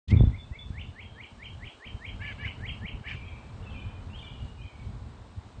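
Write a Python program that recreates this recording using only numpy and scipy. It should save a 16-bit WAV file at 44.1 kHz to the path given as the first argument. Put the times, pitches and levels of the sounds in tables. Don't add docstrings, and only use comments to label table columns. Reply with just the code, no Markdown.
import sys
import numpy as np
from scipy import signal
from scipy.fft import rfft, irfft
from scipy.io import wavfile
from scipy.ndimage import uniform_filter1d

SR = 44100
rng = np.random.default_rng(int(sys.argv[2]) if len(sys.argv) > 2 else 0)


def wav_out(sig):
    wavfile.write(sys.argv[1], SR, np.round(np.clip(np.atleast_2d(sig).T, -1, 1) * 32767).astype(np.int16))


def boost_factor(decibels):
    exponent = np.asarray(decibels, float) / 20
    return 10 ** exponent


N = 246959
TIME = np.arange(N) / SR

# (time_s, level_db)
WIND_STRENGTH = [(0.07, -39), (0.12, -20), (0.29, -21.5), (0.35, -38.5), (0.5, -47), (0.7, -42),
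                 (0.86, -35), (0.96, -51), (1.06, -42.5), (1.42, -48.5), (1.6, -40), (2.3, -41),
                 (2.95, -37), (3.3, -40.5), (3.92, -38), (4.1, -43), (5.1, -38), (5.25, -47)]


def walk(rate_hz):
    hold = int(SR / rate_hz)
    steps = np.repeat(rng.standard_normal(N // hold + 1), hold)
    return 1.11 * uniform_filter1d(uniform_filter1d(steps, hold), hold)[:N]


def noise(colour):
    hz, db = np.transpose(colour)
    bins_hz = np.arange(1, N // 2 + 2) * SR / N
    gain = boost_factor(np.interp(np.log(bins_hz), np.log(hz), db, -90, -90))
    x = irfft(rfft(rng.standard_normal(N)) * gain, N)
    return x / x.std()


def add_whistle(out, s, hz, db, quaver, partials=((1, 0),)):
    a, b = int(s[0] * SR), int(s[-1] * SR)
    t = TIME[a:b]
    phase = 2 * np.pi * np.cumsum(np.interp(t, s, hz) * (1 + quaver[a:b])) / SR
    tone = sum(boost_factor(part_db) * np.sin(k * phase) for k, part_db in partials)
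    soft_ends = signal.windows.tukey(b - a, 160 / (b - a))
    out[a:b] += np.sqrt(2) * boost_factor(np.interp(t, s, db)) * tone * soft_ends


def background():
    # (time_s, level_db)
    town = [
        (.07, -68),
        (.11, -55.5),
        (.39, -59),
        (1.4, -58),
        (2.5, -54),
        (3.3, -56),
        (4.1, -54.5),
        (4.68, -57.5),
        (5.1, -56.5),
        (5.6, -57),
    ]
    # (pitch_hz, level_db per Hz)
    hum_colour = [(120, -25), (200, -1), (337, -12.5), (413, -12), (441, -10.5), (482, -13.5), (983, -13),
                  (1370, -18.5), (2370, -26.5), (4200, -34.5), (5460, -68), (9240, -120)]
    # (pitch_hz, level_db per Hz)
    hiss_colour = [(2120, -10), (3600, -8), (3710, -6), (4370, -10), (6050, -16), (6980, -15.5),
                   (8440, -16), (9630, -32.5), (12500, -68.5), (21200, -120)]
    # (time_s, level_db)
    rustle = [
        (.078, -72),
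        (.085, -53),
        (.1, -52),
        (.11, -41.5),
        (.12, -48.5),
        (.13, -82),
    ]
    town_db = np.interp(TIME, *np.transpose(town))
    shake_db = 0.33 * np.maximum(np.interp(TIME, *np.transpose(WIND_STRENGTH)) + 41, 0)
    hum = noise(hum_colour) * boost_factor(town_db + shake_db + 2.5 + 0.9 * walk(10))
    hiss_db = -70.5 + 0.39 * (town_db - town_db.mean()) + 4.0
    hiss = noise(hiss_colour) * boost_factor(hiss_db + 1.2 * walk(12))
    rub = noise([(1200, -11.5), (3300, 12), (5500, -3.5), (9500, -14.5)]) * boost_factor(4 * walk(200))
    return hum + hiss + rub * boost_factor(np.interp(TIME, *np.transpose(rustle), -120, -120))


def wind():
    # (pitch_hz, level_db per Hz)
    wind_colour = [(12, -35), (20, -14), (53, 1.5), (101, 3.5), (167, -12.5), (235, -14.5), (325, -30),
                   (414, -26), (499, -39), (600, -50), (780, -43.5), (1320, -120)]
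    # (middle_s, swell_db)
    gusts = [(.53, 6), (1.55, 5), (1.66, 4), (1.89, 2.5), (1.95, 2), (2.09, 6), (2.21, 6), (2.46, 7.5),
             (2.62, 0), (2.7, 3.5), (2.84, 3.5), (2.95, 4.5), (3.15, 9), (3.37, 1.5), (4.32, 7.5),
             (4.44, 7), (4.66, 1), (4.75, -2.5), (5.38, 12), (5.6, 12.5)]
    # (start_s, peak_db, pitch_hz)
    buffets = [(.118, -20.5, 132), (.127, -12, 94.5), (.138, -14, 99), (.147, -21, 151), (.163, -18, 112),
               (0.207, -19, 256), (0.208, -12, 82.7), (.236, -22, 213), (0.225, -18.5, 70),
               (.239, -17.5, 80), (.272, -17.5, 79), (0.511, -32, 73), (.703, -28.5, 95.5),
               (1.944, -36, 73), (2.145, -36, 89), (2.847, -29, 77.6)]
    gust_s = 0.02
    db = np.interp(TIME, *np.transpose(WIND_STRENGTH))
    for at, swell_db in gusts:
        db += swell_db * np.exp(-((TIME - at) / gust_s) ** 2)
    eddies = noise(wind_colour) * boost_factor(2.83 * walk(35))
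    out = eddies / eddies.std() * boost_factor(db - 2)
    for at, peak_db, hz in buffets:
        cycles = TIME[:SR // 10] * hz
        swing = np.sin(2 * np.pi * cycles ** 0.78)
        swell = np.exp(-cycles / 0.72) * (1 - np.exp(-(cycles / 0.18) ** 2))
        out[int(at * SR):][:len(cycles)] -= boost_factor(peak_db) * 3 * swing * swell
    return out


def songbird():
    # (start_s, length_s, pitch_hz, level_db)
    level_notes = [(3.229, 0.063, 2540, -55), (3.248, .03, 3250, -54), (3.306, 0.041, 2330, -53),
                   (3.44, 0.1, 2342, -67), (3.639, 0.023, 3497, -57.5), (3.653, 0.06, 2663, -50),
                   (3.74, 0.078, 2445, -51.5), (3.75, 0.031, 3540, -61), (3.79, .02, 3034, -50.5),
                   (3.818, 0.019, 2420, -56), (3.894, 0.076, 2450, -60.5), (4.095, .025, 2500, -56),
                   (4.097, 0.043, 2730, -55.5), (4.177, .06, 3490, -58.5), (4.224, 0.036, 2346, -54),
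                   (4.293, .04, 2410, -62), (4.395, .035, 2865, -54.5), (4.458, 0.09, 2865, -65),
                   (4.581, 0.044, 2473, -56), (4.734, 0.081, 2265, -61.5)]
    # (start_s, start_hz, end_hz, level_db)
    slurs = [(.445, 2623, 2510, -65.5), (.53, 2700, 2520, -62), (3.17, 2420, 2140, -51),
             (3.21, 2700, 2310, -51), (3.27, 2500, 2060, -56.5), (3.36, 2750, 2194, -62),
             (3.625, 2790, 3080, -59), (3.7, 3250, 2877, -53.5), (3.885, 3200, 2900, -62.5),
             (4.13, 2740, 3190, -52.5), (4.15, 3153, 3320, -48.5), (4.2, 3002, 2850, -49.5),
             (4.25, 3544, 3190, -55.5), (4.27, 3003, 2825, -52), (4.31, 3480, 3280, -61.5),
             (4.615, 3000, 3290, -62), (4.635, 2454, 2168, -56)]
    slur_s, sag = 0.0361, 0.0035
    out, quaver = np.zeros(N), 0.012 * walk(350)
    song = [(at, length, hz, hz * (1 - sag), db) for at, length, hz, db in level_notes]
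    song += [(at, slur_s, start_hz, end_hz, db) for at, start_hz, end_hz, db in slurs]
    share = np.array([0, 0.15, 0.8, 1])
    swell_db = np.array([-9.5, -2.5, -7, -16])
    for at, length, start_hz, end_hz, db in song:
        glide_hz = start_hz + (end_hz - start_hz) * share
        add_whistle(out, at + length * share, glide_hz, db + swell_db, quaver)
    return out * boost_factor(5 * walk(200))


def squeaks():
    # (start_s, length_s, top_hz, level_db, rasp sets in at share of length 0-1)
    squeak_list = [
        (2.204, 0.13, 578.4, -45.5, .8),
        (2.379, 0.11, 575, -47, .45),
        (3.041, .118, 591, -47, .25),
    ]
    # (harmonic number, level_db)
    throat = [(2, -16), (3, 0), (4, 0), (5, -6), (6, -22), (7, -22), (8, -27)]
    # (pitch_hz, level_db per Hz)
    air_colour = [(1500, -17.5), (2300, 5), (3100, -1.5), (4000, -16), (6000, -23), (8000, -33)]
    smooth, raspy, break_s = 0.2, 0.73, 0.023
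    up_s, down_s, edge_s = 0.02445, 0.0352, 0.0086
    out, wobble, rasp, rough = np.zeros(N), walk(250), walk(700), np.full(N, smooth)
    swell_db = np.array([-15, -4, 0, 0, -4, -15])
    for at, length, hz, db, breaks in squeak_list:
        later = TIME > at
        rough[later] = np.interp(TIME[later] - at - breaks * length, [0, break_s], [smooth, raspy])
        s = np.array([0, edge_s, up_s, length - down_s, length - edge_s, length])
        bend = np.interp(s, s[[0, 2, 3, 4]], [0.885, 1, 1, 0.88])
        add_whistle(out, at + s, hz * bend, db + swell_db, (0.0033 + 0.025 * rough) * wobble, throat)
    loudness = np.sqrt(np.abs(uniform_filter1d(out ** 2, size=300)))
    air = noise(air_colour) * rough * loudness
    return (out * (1 - 0.5 * rough + rough * rasp) + air) * boost_factor(2 * walk(60))


def holds():
    # (start_s, length_s, pitch_hz, level_db)
    hold_list = [(0.159, 0.12, 3500, -43), (0.382, 0.071, 3500, -46.5), (.587, 0.086, 3484, -46.5),
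                 (.802, 0.11, 3460, -56), (1.013, 0.18, 3195, -52), (1.228, 0.074, 3180, -56.5),
                 (1.441, 0.11, 3177, -47.5), (1.66, 0.08, 3270, -47), (1.866, 0.099, 3140, -44.5),
                 (2.063, 0.075, 3165, -41), (2.268, 0.063, 3100, -47.5), (2.466, 0.055, 2974, -43),
                 (2.678, 0.073, 3197, -40.5), (2.875, .07, 3070, -48.5), (3.1, 0.083, 3320, -53)]
    attack_s, fade_db = 0.0061, -13.5
    out, quaver = np.zeros(N), 0.015 * walk(500)
    swell_db = np.array([-8, 0, fade_db, fade_db - 9])
    for at, length, hz, db in hold_list:
        s = np.array([0, attack_s, length - attack_s, length])
        add_whistle(out, at + s, np.full(4, hz), db - 2.5 + swell_db, quaver)
    return out * (0.75 + 0.6 * walk(350))


def fledgling():
    # (time_s from the loudest point, pitch_hz, level_db)
    rise = [
        (-.062, 1520, -32),
        (-.05, 1640, -19),
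        (-.03, 1770, -12),
        (-.012, 1960, -7),
        (0, 2200, 0),
        (.008, 2500, -6),
        (.014, 3000, -11),
        (.02, 3250, -16),
        (.024, 3280, -30),
    ]
    # (time_s, pitch_hz, level_db)
    fall = [
        (-.002, 3200, -18),
        (0, 3130, -6),
        (.004, 2900, 3),
        (.009, 2550, -5),
        (.013, 2330, 2),
        (.019, 2170, -14),
    ]
    # (time_s from the loudest point, pitch_hz, level_db)
    low_rise = [
        (-.045, 1790, -27),
        (-.03, 1955, -7.5),
        (-.012, 2074, -7),
        (0, 2136, 1),
        (0.012, 2310, -6),
        (.022, 2380, -0.5),
    ]
    # (loudest_s, level_db, slowness, pitch factor, fall delay_s)
    chirps = [(0.7859, -43, 1.05, 1.01, 0.025), (0.997, -45, 1.2, 0.98, 0.029),
              (1.2095, -42.5, 1.01, 1.002, 0.024), (1.4302, -44.5, 1.01, 1, 0.024),
              (1.644, -44, 0.93, 1.013, 0.023), (1.8473, -43, 0.94, 0.99, 0.023),
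              (2.053, -42, 1.1, 1.01, 0.025), (2.252, -40.5, 1.09, 0.96, 0.017),
              (2.455, -38.5, 1.2, .99, 0.022), (2.656, -39.5, 1.01, 0.97, 0.033),
              (2.858, -40, 0.91, 0.99, 0.024), (3.0772, -38.5, 0.7, 0.99, .023)]
    # (loudest_s, level_db, slowness)
    low_chirps = [
        (.123, -41, 0.79),
        (0.351, -47, 0.78),
        (0.555, -45.5, 0.91),
    ]
    # (time_s, level_db against the rise)
    fall_growth = [
        (.79, -8),
        (1.5, -2),
        (3.1, -2.5),
    ]
    out, quaver = np.zeros(N), 0.007 * walk(300)
    s, hz, db = np.transpose(rise)
    fall_s, fall_hz, fall_db = np.transpose(fall)
    for at, level_db, slow, pitch, after in chirps:
        add_whistle(out, at + slow * s, pitch * hz, level_db + db, quaver)
        growth_db = np.interp(at, *np.transpose(fall_growth))
        add_whistle(out, at + after + fall_s, pitch * fall_hz, level_db + growth_db + fall_db, quaver)
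    s, hz, db = np.transpose(low_rise)
    for at, level_db, slow in low_chirps:
        add_whistle(out, at + slow * s, hz, level_db + db, quaver)
    return out * boost_factor(3.4 * walk(220))


def yard(x, t60_s, wet_db, delay_s, reach_s, late_db, bright_db, echo_db):
    t = TIME[:SR]
    db = -60 * t / t60_s + 3 * walk(150)[:SR] + late_db * np.clip((t - reach_s) / 0.0055, 0, 1)
    db = db + echo_db * np.exp(-((t - 0.2) / 0.031) ** 2)
    tail = rng.standard_normal(SR) * boost_factor(db) * np.clip(t / delay_s, 0, 1) ** 2
    wet = signal.fftconvolve(x, tail / np.sqrt(np.sum(tail ** 2)))[:N]
    bins_hz = np.arange(N // 2 + 1) * SR / N
    tilt_db = bright_db * np.log2(np.clip(bins_hz, 1400, 3400) / 2500)
    return x + irfft(rfft(wet) * boost_factor(wet_db + tilt_db), N)


def scene():
    hold, squeak = holds(), squeaks()
    squeak_wet = 0.45
    near = yard(fledgling() + 0.35 * hold + squeak_wet * squeak, t60_s=0.6, wet_db=-3, delay_s=0.008,
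                reach_s=0.09, late_db=-5, bright_db=15, echo_db=6)
    far = yard(songbird(), t60_s=0.8, wet_db=1.5, delay_s=0.012,
               reach_s=0.25, late_db=-8, bright_db=0, echo_db=0)
    dry_birds = 0.77 * hold + (1 - squeak_wet) * squeak
    return (near + dry_birds + far + wind() + background())[None]


def bass_guard(x):
    # (middle_s, length_s, depth_db)
    lulls = [
        (0.547, 0.025, -22),
        (1.281, 0.056, -18),
        (1.718, 0.048, -28),
        (1.771, .06, -18),
        (1.83, 0.057, -37),
        (2.01, 0.06, -10),
        (2.876, 0.026, -22),
        (3.04, 0.042, -27),
        (3.419, 0.042, -10),
        (4.703, 0.051, -19),
    ]
    db = sum(depth_db * np.exp(-(2 * (TIME - at) / length) ** 4) for at, length, depth_db in lulls)
    bass = signal.sosfiltfilt(signal.butter(4, 290, fs=SR, output="sos"), x)
    return x - bass * (1 - boost_factor(db))


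def starve(x, margin_db, slope_db, hole_db, share):
    spectrum = signal.stft(x, nperseg=1024)[2]
    power = (abs(spectrum[:512]) ** 2).reshape(128, 4, -1).sum(axis=1)
    bands = 10 * np.log10(power + 1e-18)
    mask = np.max([np.roll(bands, k, axis=0) - slope_db * k for k in range(1, 4)], axis=0)
    calls = bands[10:20]
    busy = np.clip((calls.max(axis=0) - np.percentile(calls, 80)) / 15, 0.1, 1)
    luck = np.repeat(rng.random((128, bands.shape[1])), 2, axis=1)[:, :bands.shape[1]]
    masked = (bands < mask - margin_db) & (luck < 0.6)
    hidden = masked | (luck < share * busy)
    hidden[:19] = False
    spectrum[:512] *= np.repeat(np.where(hidden, boost_factor(hole_db), 1), 4, axis=0)
    return signal.istft(spectrum, nperseg=1024)[1][:N]


def roll_off(x):
    return signal.sosfilt(signal.butter(12, 9780, fs=SR, output="sos"), x)


def record(dry):
    rounded = 0.7 * np.tanh(dry[0] / 0.7)
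    x = starve(bass_guard(rounded), margin_db=9, slope_db=4, hole_db=-25, share=0.25)[None]
    fade_in = np.clip((TIME - 0.075) / 0.0048, 0, 1)
    return roll_off(x * fade_in)


dry = scene()
out = record(dry)
wav_out(out)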